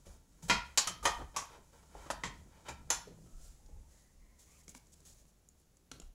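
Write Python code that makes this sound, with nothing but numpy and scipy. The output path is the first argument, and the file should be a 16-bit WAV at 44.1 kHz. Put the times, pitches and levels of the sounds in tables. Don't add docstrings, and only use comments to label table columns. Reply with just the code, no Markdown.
import sys
import numpy as np
from scipy import signal
from scipy.fft import rfft, irfft, next_fast_len
from scipy.io import wavfile
from scipy.ndimage import uniform_filter1d

SR = 44100
rng = np.random.default_rng(int(sys.argv[2]) if len(sys.argv) > 2 else 0)


def how_loud(loudness_db):
    steps = np.asarray(loudness_db, float) / 20
    return 10 ** steps


def digitize_waveform(pressure):
    field = np.atleast_2d(pressure).T
    bounded = np.clip(field, -1, 1)
    quanta = np.round(bounded * 32767).astype(np.int16)
    wavfile.write(sys.argv[1], SR, quanta)


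N = 270763

HARD_BLOW_HZ = [60, 220, 1000, 2700, 7000, 8600, 15000]


def evened(x):
    return x / np.sqrt(np.mean(x ** 2) + 1e-20)


def add(mix, start_s, sound):
    part = mix[round(start_s * SR):][:len(sound)]
    part += sound[:len(part)]


def coloured(x, points, size=4096):
    points_hz, points_db = np.transpose(points)
    hz = abs(np.fft.fftfreq(size, 1 / SR))
    gain_db = np.interp(np.log(hz + 1), np.log(points_hz + 1), points_db)
    spectrum = np.exp(np.conj(signal.hilbert(np.log(how_loud(gain_db)))))
    taps = np.fft.ifft(spectrum).real[:size // 2]
    return signal.oaconvolve(x, taps)[:len(x)]


def resonated(x, peaks):
    hz = np.fft.rfftfreq(len(x), 1 / SR)
    gain = sum(how_loud(db) / (1 + 2j * (hz - f) / max(width, 8, f / 45)) for f, width, db in peaks)
    return irfft(rfft(x) * gain, len(x))


def dying(x, t60_points, factor):
    t, hz = np.arange(len(x)) / SR, np.fft.rfftfreq(len(x), 1 / SR)
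    centres, t60s = np.transpose(t60_points)
    spectrum = rfft(x)
    out = np.zeros(len(x))
    for one_band, t60 in zip(np.eye(len(centres)), t60s):
        share = np.interp(np.log(hz + 1), np.log(centres), one_band)
        out += irfft(spectrum * share, len(x)) * how_loud(-60 * t / max(t60 * factor, .005))
    return out


def air():
    # hz, level_db per Hz
    density = [(20, -100), (50, -91.5), (100, -100), (200, -99), (500, -108), (1000, -115), (2000, -119),
               (4000, -121), (8000, -122), (16000, -122)]
    return coloured(rng.standard_normal(N), density, size=16384) * np.sqrt(SR / 2)


def room(x):
    # hz, t60_s
    decay = [(150, .2), (400, 0.27), (1000, 0.43), (4000, 0.4), (8000, 0.14), (15000, 0.41)]
    taps = np.zeros(SR // 2)
    at = np.arange(200, len(taps) - 20, 16)
    taps[at + rng.integers(0, 16, len(at))] = rng.choice([-1., 1.], len(at))
    build_up = (1 - np.exp(-np.arange(len(taps)) / SR / 0.0068)) ** 2
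    tail = dying(taps, decay, 0.87) * build_up
    return signal.oaconvolve(x, tail / np.linalg.norm(tail))[:N]


def effort(level_db, slope):
    # time_s, effort_db
    hands = [(0, -2.5), (.25, -7), (.4, -1), (.7, -6), (1.2, 0), (1.6, -2.5), (1.85, -1.5), (2.05, 2.5),
             (2.4, -4), (2.62, -1.5), (2.9, -2.5), (3.25, -2.5), (3.6, -2.5), (4.3, -6.5), (4.55, -5),
             (5.0, -3), (5.4, -9), (6.14, -12.5)]
    time_s, effort_db = np.transpose(hands)
    return how_loud(level_db + slope * np.interp(np.arange(N) / SR, time_s, effort_db))


def leans(layer):
    # start_s, hold_s, sway_db, shake_db, panel_db
    arm_leans = [(0.067, 0.023, -52, -53.5, -61), (0.447, .05, -72, -54, -78), (0.486, 0.1, -71, -47, -86),
                 (0.685, 0.021, -65, -61, -85), (0.87, 0.091, -71, -63, -60), (1.015, 0.078, -62, -48, -73),
                 (1.159, 0.087, -54.5, -49.5, -60), (1.36, 0.043, -74, -63, -72),
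                 (1.95, 0.019, -73, -50.5, -68), (2.11, 0.073, -72, -55, -61),
                 (2.247, 0.089, -80, -54, -58.5), (2.383, 0.075, -80, -58.5, -60),
                 (2.698, 0.033, -76, -55, -59), (2.787, 0.19, -62, -58.5, -60.5),
                 (3.056, 0.2, -69, -67.5, -58.5), (3.329, 0.037, -46, -64, -68),
                 (3.424, 0.094, -57, -56.5, -79), (3.629, 0.11, -57.5, -60, -72),
                 (3.725, 0.094, -55, -53, -70), (4.156, 0.11, -59.5, -64.5, -85),
                 (4.67, 0.034, -73, -76, -69), (5.07, .12, -72, -66, -74), (5.921, 0.038, -77, -60.5, -60),
                 (6.031, 0.043, -51, -60.5, -77)]
    rumble_db = [-71, -64.5, -68]
    rumble_slopes = [.6, 0.88, 0.94]
    rise_s, fade_db_per_s = 0.011, 160
    power = effort(rumble_db[layer], rumble_slopes[layer]) ** 2
    t = np.arange(SR // 2) / SR
    for start_s, hold_s, *level_db in arm_leans:
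        fade_db = fade_db_per_s * np.maximum(t - rise_s - hold_s, 0)
        gain = np.minimum(t / rise_s, 1) * how_loud(level_db[layer] - fade_db)
        add(power, start_s - rise_s / 2, gain ** 2)
    return np.sqrt(power)


def shaken(peaks):
    pushes = rng.standard_normal(next_fast_len(N))
    x = resonated(resonated(pushes, peaks), peaks)
    return evened(x / abs(signal.hilbert(x)) ** 0.8)[:N]


def table():
    # hz, width_hz, level_db
    sway = [(29.3, 13, 0)]
    # hz, width_hz, level_db
    shake = [(48.5, 6.6, -2), (67.5, 4.3, -1)]
    # hz, width_hz, level_db
    panel = [(108, 72, -1), (155.5, 71, 5.5), (228, 190, -7), (346, 520, -1)]
    return sum(leans(layer) * shaken(peaks) for layer, peaks in enumerate([sway, shake, panel]))


def strokes(column):
    # start_s, length_s, fine_rub_db, drag_db
    long_strokes = [(0.517, 0.33, -71, -70), (0.773, 0.11, -77, -55.5), (1.065, 0.2, -65, -67),
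                    (1.462, 0.15, -70, -60), (1.862, 0.31, -68.5, -61.5), (2.245, 0.26, -73.5, -78),
                    (2.45, 0.23, -86, -68.5), (2.638, 0.081, -67, -54), (3.126, 0.3, -74, -89),
                    (3.282, 0.34, -66.5, -77.5), (3.797, 0.35, -72, -80), (4.364, 0.32, -68.5, -77.5),
                    (4.723, 0.65, -80, -93)]
    rub_db = [-72, -76.5]
    rub_slopes = [1.1, 1.6]
    power = effort(rub_db[column - 2], rub_slopes[column - 2]) ** 2
    for row in long_strokes:
        swell = np.hanning(round(row[1] * SR))
        add(power, row[0], (how_loud(row[column]) * swell) ** 2)
    return np.sqrt(power)


def scrapes(column):
    # start_s, length_s, fine_rub_db, drag_db, peak_place (0-1)
    short_scrapes = [(0.046, 0.14, -65, -68, 0.05), (0.42, 0.072, -57, -63.5, 0.07),
                     (0.482, 0.014, -45.5, -47.5, 0.85), (1.024, 0.057, -50, -50.5, 0.4),
                     (1.339, 0.036, -81, -56, 0.7), (1.713, 0.14, -71.5, -69, 0.23),
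                     (1.97, 0.061, -79, -83, 0.3), (2.679, 0.051, -62, -50, 0.1),
                     (2.891, 0.013, -88, -62, .8), (3.418, 0.079, -65, -79, 0.3),
                     (3.897, 0.077, -73.5, -79.5, 0.45), (4.383, 0.07, -63, -76, 0.25),
                     (4.58, 0.041, -66.5, -83, 0.66), (4.632, 0.019, -68.5, -86, 0.33),
                     (4.685, 0.041, -58.5, -70, 0.2), (4.741, 0.043, -59, -72, 1),
                     (4.918, 0.028, -62, -93.5, 0.8), (5.045, 0.1, -59, -73, 0.1),
                     (5.144, 0.094, -68.5, -77, 0.5), (5.27, 0.045, -72, -87.5, 0.58),
                     (5.568, 0.079, -77, -87.5, 0.56), (5.925, 0.069, -68, -69, 0.2),
                     (6.014, 0.019, -68, -69, 0.53), (6.03, 0.062, -73, -80, 0.16)]
    out = np.zeros(N)
    for row in short_scrapes:
        u = np.linspace(0, 1, round(row[1] * SR))
        swell = np.interp(u, [0, np.clip(row[4], .05, .95), 1], [.45, 1, .33])
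        add(out, row[0], how_loud(row[column]) * swell * signal.windows.tukey(len(u), .25))
    return out


def rubbing():
    # hz, level_db
    fine_colour = [(1500, -30.5), (3000, -3), (5000, 2), (8000, 8), (12000, -4), (16000, -4)]
    # hz, level_db
    drag_colour = [(200, -10), (500, 7), (1200, 0), (2500, -3.5), (4500, -16), (9000, -35.5)]
    # hz, width_hz, level_db
    tin_hum = [(893, 59, 3.5), (1335, 14, 1), (2260, 43, -8), (2940, 230, -8.5), (3670, 49, -8),
               (4500, 34, -10.5)]
    tin_left_s = 3.1
    size = next_fast_len(N)
    clumps = evened(uniform_filter1d(rng.standard_normal((2, size)), 700, axis=1))
    catch_db = 2.4 * rng.exponential(1, (2, size)).clip(0, 5) + 0.56 * clumps
    catches = rng.standard_normal((2, size)) * how_loud(catch_db)
    on_tin = np.arange(N) < tin_left_s * SR
    fine = evened(coloured(catches[0], fine_colour))[:N]
    drag = evened(coloured(catches[1], drag_colour))[:N]
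    drag += how_loud(-4.0) * on_tin * evened(resonated(catches[1], tin_hum))[:N]
    return np.hypot(strokes(2), scrapes(2)) * fine + np.hypot(strokes(3), scrapes(3)) * drag


def hollow():
    # start_s, length_s, from_hz, to_hz, level_db
    hums = [
        (3.222, 0.29, 1247, 1398, -81),
        (3.55, 0.37, 779, 930, -79.5),
        (3.908, 0.22, 1930, 1881, -83.5),
        (4.183, 0.27, 2084, 2032, -81),
        (4.461, 0.12, 2100, 2567, -77),
        (4.578, 0.064, 2107, 1953, -79),
        (5.917, 0.06, 4170, 3900, -76),
        (6.041, 0.061, 3940, 4020, -87),
    ]
    narrow_hz, wide_hz = 90, 380
    narrow = evened(signal.lfilter(*signal.butter(2, narrow_hz / SR), rng.standard_normal((4, N))))
    wide = evened(signal.lfilter(*signal.butter(2, wide_hz / SR), rng.standard_normal((2, N))))
    hz, gain = np.zeros(N), np.zeros(N)
    for start_s, length_s, from_hz, to_hz, level_db in hums:
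        start, count = round(start_s * SR), round(length_s * SR)
        hz[start:start + count] = np.linspace(from_hz, to_hz, count)
        add(gain, start_s, how_loud(level_db) * signal.windows.tukey(count, 0.21))
    angle = 2 * np.pi * np.cumsum(hz) / SR
    slow = np.where(hz > 1600, wide, narrow[:2])
    upper = slow[0] * np.cos(angle) + slow[1] * np.sin(angle)
    lower = narrow[2] * np.cos(angle / 2) + narrow[3] * np.sin(angle / 2)
    return gain * (upper + how_loud(-5) * lower)


def blow(row, t60, band_hz, rise_s, snap, peaks=(), peaks_db=0, top_db=-4, crack=0.071):
    # hz, factor on t60
    ring_decay = [(120, 1.7), (350, 0.77), (1000, 0.97), (3000, 0.79), (7000, 1.046), (14000, 0.14)]
    start_s, treble_db, thud_db, body_db, wall_db = row
    t = np.arange(2 ** 14) / SR
    modes = rng.standard_normal(len(t)) * how_loud(3.6 * rng.standard_normal(len(t)))
    dense = dying(modes, ring_decay, t60)
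    chatter = 1 + abs(crack) * np.exp(-t / 0.002)
    dense *= (1 - np.exp(-t / rise_s)) * chatter
    dense[2:5] -= snap
    level_db = [thud_db - 1.5, thud_db + 18, body_db + 9.5, wall_db - 8, treble_db - 10.5,
                treble_db - 8.0 + top_db, treble_db - 17.0 + top_db]
    sound = coloured(dense, np.transpose([band_hz, level_db]))
    if len(peaks):
        struck = 0.93 * dense * how_loud(-60 * t / (18.0 * t60))
        sound = sound + how_loud(max(level_db[2:5]) + peaks_db) * resonated(struck, peaks)
    return start_s, sound


def pieces():
    # start_s, treble_db, table_thud_db, body_db, edge_db
    ticks = [(3.6614, -46, -65, -86, -56), (4.6803, -33, -52, -57, -41), (4.6926, -27, -44, -73, -83.5),
             (4.749, -33.5, -49, -43.5, -36.5), (4.8689, -46, -79, -82, -67.5),
             (5.0036, -41, -66, -68, -62.5), (5.017, -58, -62.5, -69, -55), (5.1484, -54, -69, -84, -75.5),
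             (5.253, -52.5, -61, -68.5, -59.5), (5.4876, -36, -63, -80, -88),
             (5.7689, -41.5, -72, -68, -77), (5.915, -33, -45, -45.5, -28.5), (5.9235, -50, -60, -57, -51),
             (5.9989, -33.5, -44, -54, -56), (6.0181, -53, -51, -60, -75), (6.04, -56, -72, -75, -67)]
    # hz, width_hz, level_db
    flat_card = [(1323, 110, -2.5), (2920, 210, -4), (3320, 190, -10), (5700, 450, -6.5), (6870, 87, -13),
                 (7200, 480, -5.5), (3940, 270, 0)]
    # start_s, level_db
    specks = [
        (5.146, -60),
        (5.171, -64),
        (5.266, -67),
        (5.585, -70),
        (5.6, -66),
        (5.615, -69),
    ]
    card_down_s = 5.9
    out = np.zeros(N)
    for row in ticks:
        peaks = flat_card if row[0] > card_down_s else ()
        add(out, *blow(row, 0.021, HARD_BLOW_HZ, rise_s=.0005, snap=.7, peaks=peaks, peaks_db=7.0))
    for start_s, level_db in specks:
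        row = (start_s, level_db, -99, -99, -99)
        add(out, *blow(row, 0.0097, HARD_BLOW_HZ, rise_s=0.0003, snap=1.23, top_db=20))
    return out


def pops():
    # start_s, pitch_hz, level_db, t60_s
    single_modes = [(0.4985, 2100, -33, 0.038), (0.0645, 560, -51, 0.059), (0.7765, 540, -36.5, .05),
                    (1.027, 1217, -44, .2), (1.0545, 930, -20, .1), (1.0575, 1206, -25, 0.032),
                    (1.194, 260, -43.5, 0.092), (1.206, 887, -41, 0.062), (1.0545, 546, -29.5, 0.089),
                    (1.188, 12000, -61, .006), (1.437, 13000, -58, .006), (1.455, 13000, -51, .006),
                    (1.9515, 825, -38.5, 0.023), (2.1025, 940, -20.5, 0.0092), (2.108, 1250, -36.5, 0.038),
                    (2.1027, 1810, -32, 0.026), (2.2367, 1950, -26.5, 0.014), (2.2367, 930, -35.5, 0.068),
                    (2.681, 590, -39.5, .03), (2.9027, 6860, -23.5, 0.021), (3.081, 490, -49, .1),
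                    (4.684, 148.2, -48, 0.066), (4.68, 2230, -54.5, 0.027), (4.749, 2265, -47, 0.016),
                    (4.748, 930, -51, .02), (4.753, 246, -48.5, 0.09), (5.9161, 1340, -52, 0.059),
                    (5.917, 258, -51.5, 0.1)]
    out, t = np.zeros(N), np.arange(2 ** 13) / SR
    for start_s, hz, level_db, t60 in single_modes:
        first_cycle = np.minimum(t * hz, 1)
        add(out, start_s, -how_loud(level_db - 60 * t / t60) * np.sin(2 * np.pi * hz * t) * first_cycle)
    return out


def lines(modes, level_db):
    rise_s, twin_db, split, longest_s = 0.0027, -5, 0.011, 0.26
    t = np.arange(2 ** 14) / SR
    ring = np.zeros(len(t))
    for k, (hz, db, t60) in enumerate(modes):
        sign = (-1) ** k
        twin_hz = hz * (1 + sign * split)
        pair = np.sin(2 * np.pi * hz * t) + how_loud(twin_db) * np.sin(2 * np.pi * twin_hz * t)
        ring += sign * how_loud(db - 60 * t / min(t60, longest_s)) * pair
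    return how_loud(level_db) * (1 - np.exp(-t / rise_s)) * ring


def tin():
    # start_s, treble_db, table_thud_db, body_db, wall_db
    knocks = [(0.4977, -27, -34.5, -33, -12.5), (0.7753, -9, -59, -31, -17),
              (0.873, -22.5, -67, -39, -23.5), (1.054, -20, -53, -28.5, -24), (1.3632, -25, -60, -38, -29),
              (2.1026, -29, -44, -31, -26.5), (2.1096, -26, -50, -44, -31.5),
              (2.2363, -31, -45, -44, -26.5), (2.2545, -33.5, -43.5, -49, -38),
              (2.6862, -31.5, -46, -44, -35.5), (2.9034, -21, -57.5, -34.5, -22.5)]
    # start_s, treble_db, table_thud_db, box_db, body_db
    bumps = [(0.0655, -40.5, -62, -37, -46.5), (0.429, -59.5, -29, -79, -52), (0.8993, -37, -37, -39, -19),
             (1.1876, -53, -52, -33, -24), (1.2121, -42, -44, -32, -17), (1.5787, -57, -47, -45, -33),
             (1.7388, -82, -68.5, -44, -52.5), (1.8289, -49, -80, -48, -38), (1.951, -80, -57, -36, -28),
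             (2.062, -40, -46, -42, -21), (2.5316, -62, -54, -74, -61), (3.0731, -41, -53.5, -29, -49),
             (3.113, -49, -45.5, -36, -52.5), (3.689, -70.5, -54, -47, -51)]
    bump_hz = [60, 190, 480, 1050, 3200, 6000, 15000]
    grip_s = [0, .7, .85, 1.0, 1.3, 1.9, 2.2, 2.6, 2.8]
    # hz, width_hz, level_db
    earlier_grips = [
        [(1050, 140, -2), (1398, 53, -2.5), (1980, 160, -3.5), (2420, 130, -6.5), (3128, 60, -6.5),
         (3800, 190, -10.5), (4820, 93, -12), (4200, 150, -16), (6000, 36, -14.5), (7100, 22, -19),
         (7490, 23, -21)],
        [(1094, 140, -8), (2900, 36, -9), (3047, 28, -8), (4180, 210, 0), (4470, 44, -4.5), (4600, 160, 0),
         (5920, 41, -10.5), (6200, 13, -6), (6980, 54, -2), (7550, 40, -0.5), (8700, 33, -16), (10900, 37, -13)],
        [(1270, 120, 0), (3050, 26, -6), (4380, 51, -18), (5900, 84, -7.5), (6960, 46, -11.5),
         (7600, 130, -5.5)],
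        [(930, 45, 5), (1250, 150, -5), (1849, 140, -6.5), (2440, 130, -14), (3064, 240, -8.5),
         (3630, 15, -22.5), (4050, 32, -24), (4940, 34, -16), (6200, 33, -22.5)],
    ]
    # hz, width_hz, level_db
    later_grips = [
        [(1074, 99, 2.5), (1970, 32, -8), (2500, 320, -15.5), (4940, 29, -26), (6005, 340, -18),
         (7300, 41, -11.5)],
        [(1270, 97, -14), (3060, 150, -14), (7360, 74, -27)],
        [(1007, 103, 1.5), (1860, 320, -4), (3100, 85, -5), (4800, 23, -15), (6070, 62, -11.5), (7250, 54, -6)],
        [(2360, 70, -6), (1130, 70, -25.5), (7150, 41, -29)],
        [(936, 55, -5), (2978, 35.5, -10), (5140, 45, -15), (6250, 74, -3), (7090, 62, 0.5), (9500, 30, -10.5),
         (9730, 32, -6), (10900, 50, -8.5)],
    ]
    # hz, level_db, t60_s
    earlier_lines = [
        [(953, -11, 0.43), (1109, 0, 0.2), (1410, -6, 0.25), (2051, -13, 0.19), (2510, -13, 0.2),
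         (2595, -11, 0.38), (3133, -4, 0.14), (3951, -7, 0.18), (4737, -14, 0.21), (5249, -11, 0.18),
         (5383, -11, 0.18), (6751, -10, 0.17), (1330, -8, 0.3)],
        [(1034, -19, 0.41), (3009, -13, 0.19), (3817, -17, 0.29), (4097, -17, 0.29), (4554, -9, 0.14),
         (4883, -14, 0.2), (5582, -12, 0.18), (5846, -11, 0.14), (6686, 0, 0.071), (7117, -11, 0.16),
         (7580, -1, 0.085)],
        [(942, -16, 0.73), (1270, 0, 0.15), (2051, -18, 0.4), (3160, -7, 0.2), (4280, -7, 0.11),
         (5491, -9, 0.14), (5545, -15, 0.22), (6298, -10, 0.18), (6535, -11, 0.23), (7585, -18, 0.26)],
        [(1157, 1, 0.26), (937, 1, 0.26), (1825, -4, 0.17), (3424, -18, 0.29), (3612, -12, 0.16),
         (4334, -14, 0.16), (5076, -4, 0.11), (5480, -13, 0.21), (6207, 0, 0.11), (7020, -11, 0.22),
         (7327, -18, 0.21), (7698, -18, 0.3), (8306, -15, 0.13)],
    ]
    # hz, level_db, t60_s
    later_lines = [
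        [(942, -13, 0.28), (1152, 0, 0.15), (1981, -16, 0.16), (2595, -20, 0.38), (3144, -19, 0.26),
         (5082, -19, 0.31), (5351, -13, 0.18), (5706, -8, 0.15), (6428, -7, 0.15), (7375, -15, 0.2)],
        [(1071, 0, 0.12), (1938, -12, 0.34), (3725, -15, 0.18), (4667, -10, 0.15), (6110, -16, 0.18),
         (7052, -6, 0.089), (7876, -18, 0.21)],
        [(937, -11, 0.29), (2073, -6, 0.08), (2519, -16, 0.21), (3246, -13, 0.18), (3822, -21, 0.33),
         (5076, -16, 0.19), (6002, -10, 0.14), (7068, -20, 0.22), (7294, -12, 0.11), (7617, -16, 0.17),
         (8419, -13, 0.092)],
        [(861, -4, 0.15), (1340, -5, 0.2), (2385, 2, 0.12), (3817, -5, 0.15), (4840, -9, 0.13),
         (5394, -13, 0.21), (7122, -4, 0.15)],
        [(910, -14, 0.15), (3456, -17, 0.23), (4070, -20, 0.24), (5453, -13, 0.26), (5911, -18, 0.2),
         (6099, 0, 0.092), (6417, -10, 0.16), (7025, -10, 0.22), (7434, -12, 0.15), (8043, -14, 0.14)],
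    ]
    grip_db = [12, 4.9, 9.4, 8.5, 5, 3, 7.8, 3.3, 3.6]
    grip_t60 = [0.22, 0.12, .11, .18, 0.22, 0.072, 0.15, 0.12, 0.21]
    lines_db = [-30.5, -29, -38, -38.5, -35, -45, -47, -53, -32]
    top_db = [-10.5, -5, 2.5, -2, -1, 0.5, -9.5, -3.5, -2]
    crack = [0.24, 0.35, 0.43, .8, 0.076, 0.63, 0.63, 0.25, 1.5]
    resonances, thin_modes = earlier_grips + later_grips, earlier_lines + later_lines
    out = np.zeros(N)
    for row in knocks:
        g = np.searchsorted(grip_s, row[0]) - 1
        add(out, *blow(row, grip_t60[g], HARD_BLOW_HZ, 0.0014, 3.1, resonances[g], grip_db[g],
                       top_db[g], crack[g]))
    for g, start_s in enumerate(grip_s):
        first_knock_s = min(row[0] for row in knocks if row[0] > start_s)
        add(out, first_knock_s, lines(thin_modes[g], lines_db[g]))
    for row in bumps:
        add(out, *blow(row, 0.068, bump_hz, rise_s=0.0074, snap=1.3))
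    return out


def scene():
    near = tin() + pops() + pieces() + rubbing() + hollow()
    return (near + how_loud(-8.5) * room(near) + table() + air())[None]


def roll_off(x):
    return signal.sosfilt(signal.butter(12, 16640, fs=SR, output="sos"), x)


def record(dry):
    # hz, level_db
    response = [(20, -1), (3000, 0), (4800, 0.5), (6800, 4), (8200, -2), (9300, -2), (10800, 3.5),
                (12500, -3), (16000, -2)]
    band_limit = signal.firwin(255, 15800, window=("kaiser", 7), fs=SR)
    limited = signal.oaconvolve(coloured(dry[0], response), band_limit, "same")
    return roll_off(limited[None])


dry = scene()
out = record(dry)
digitize_waveform(out)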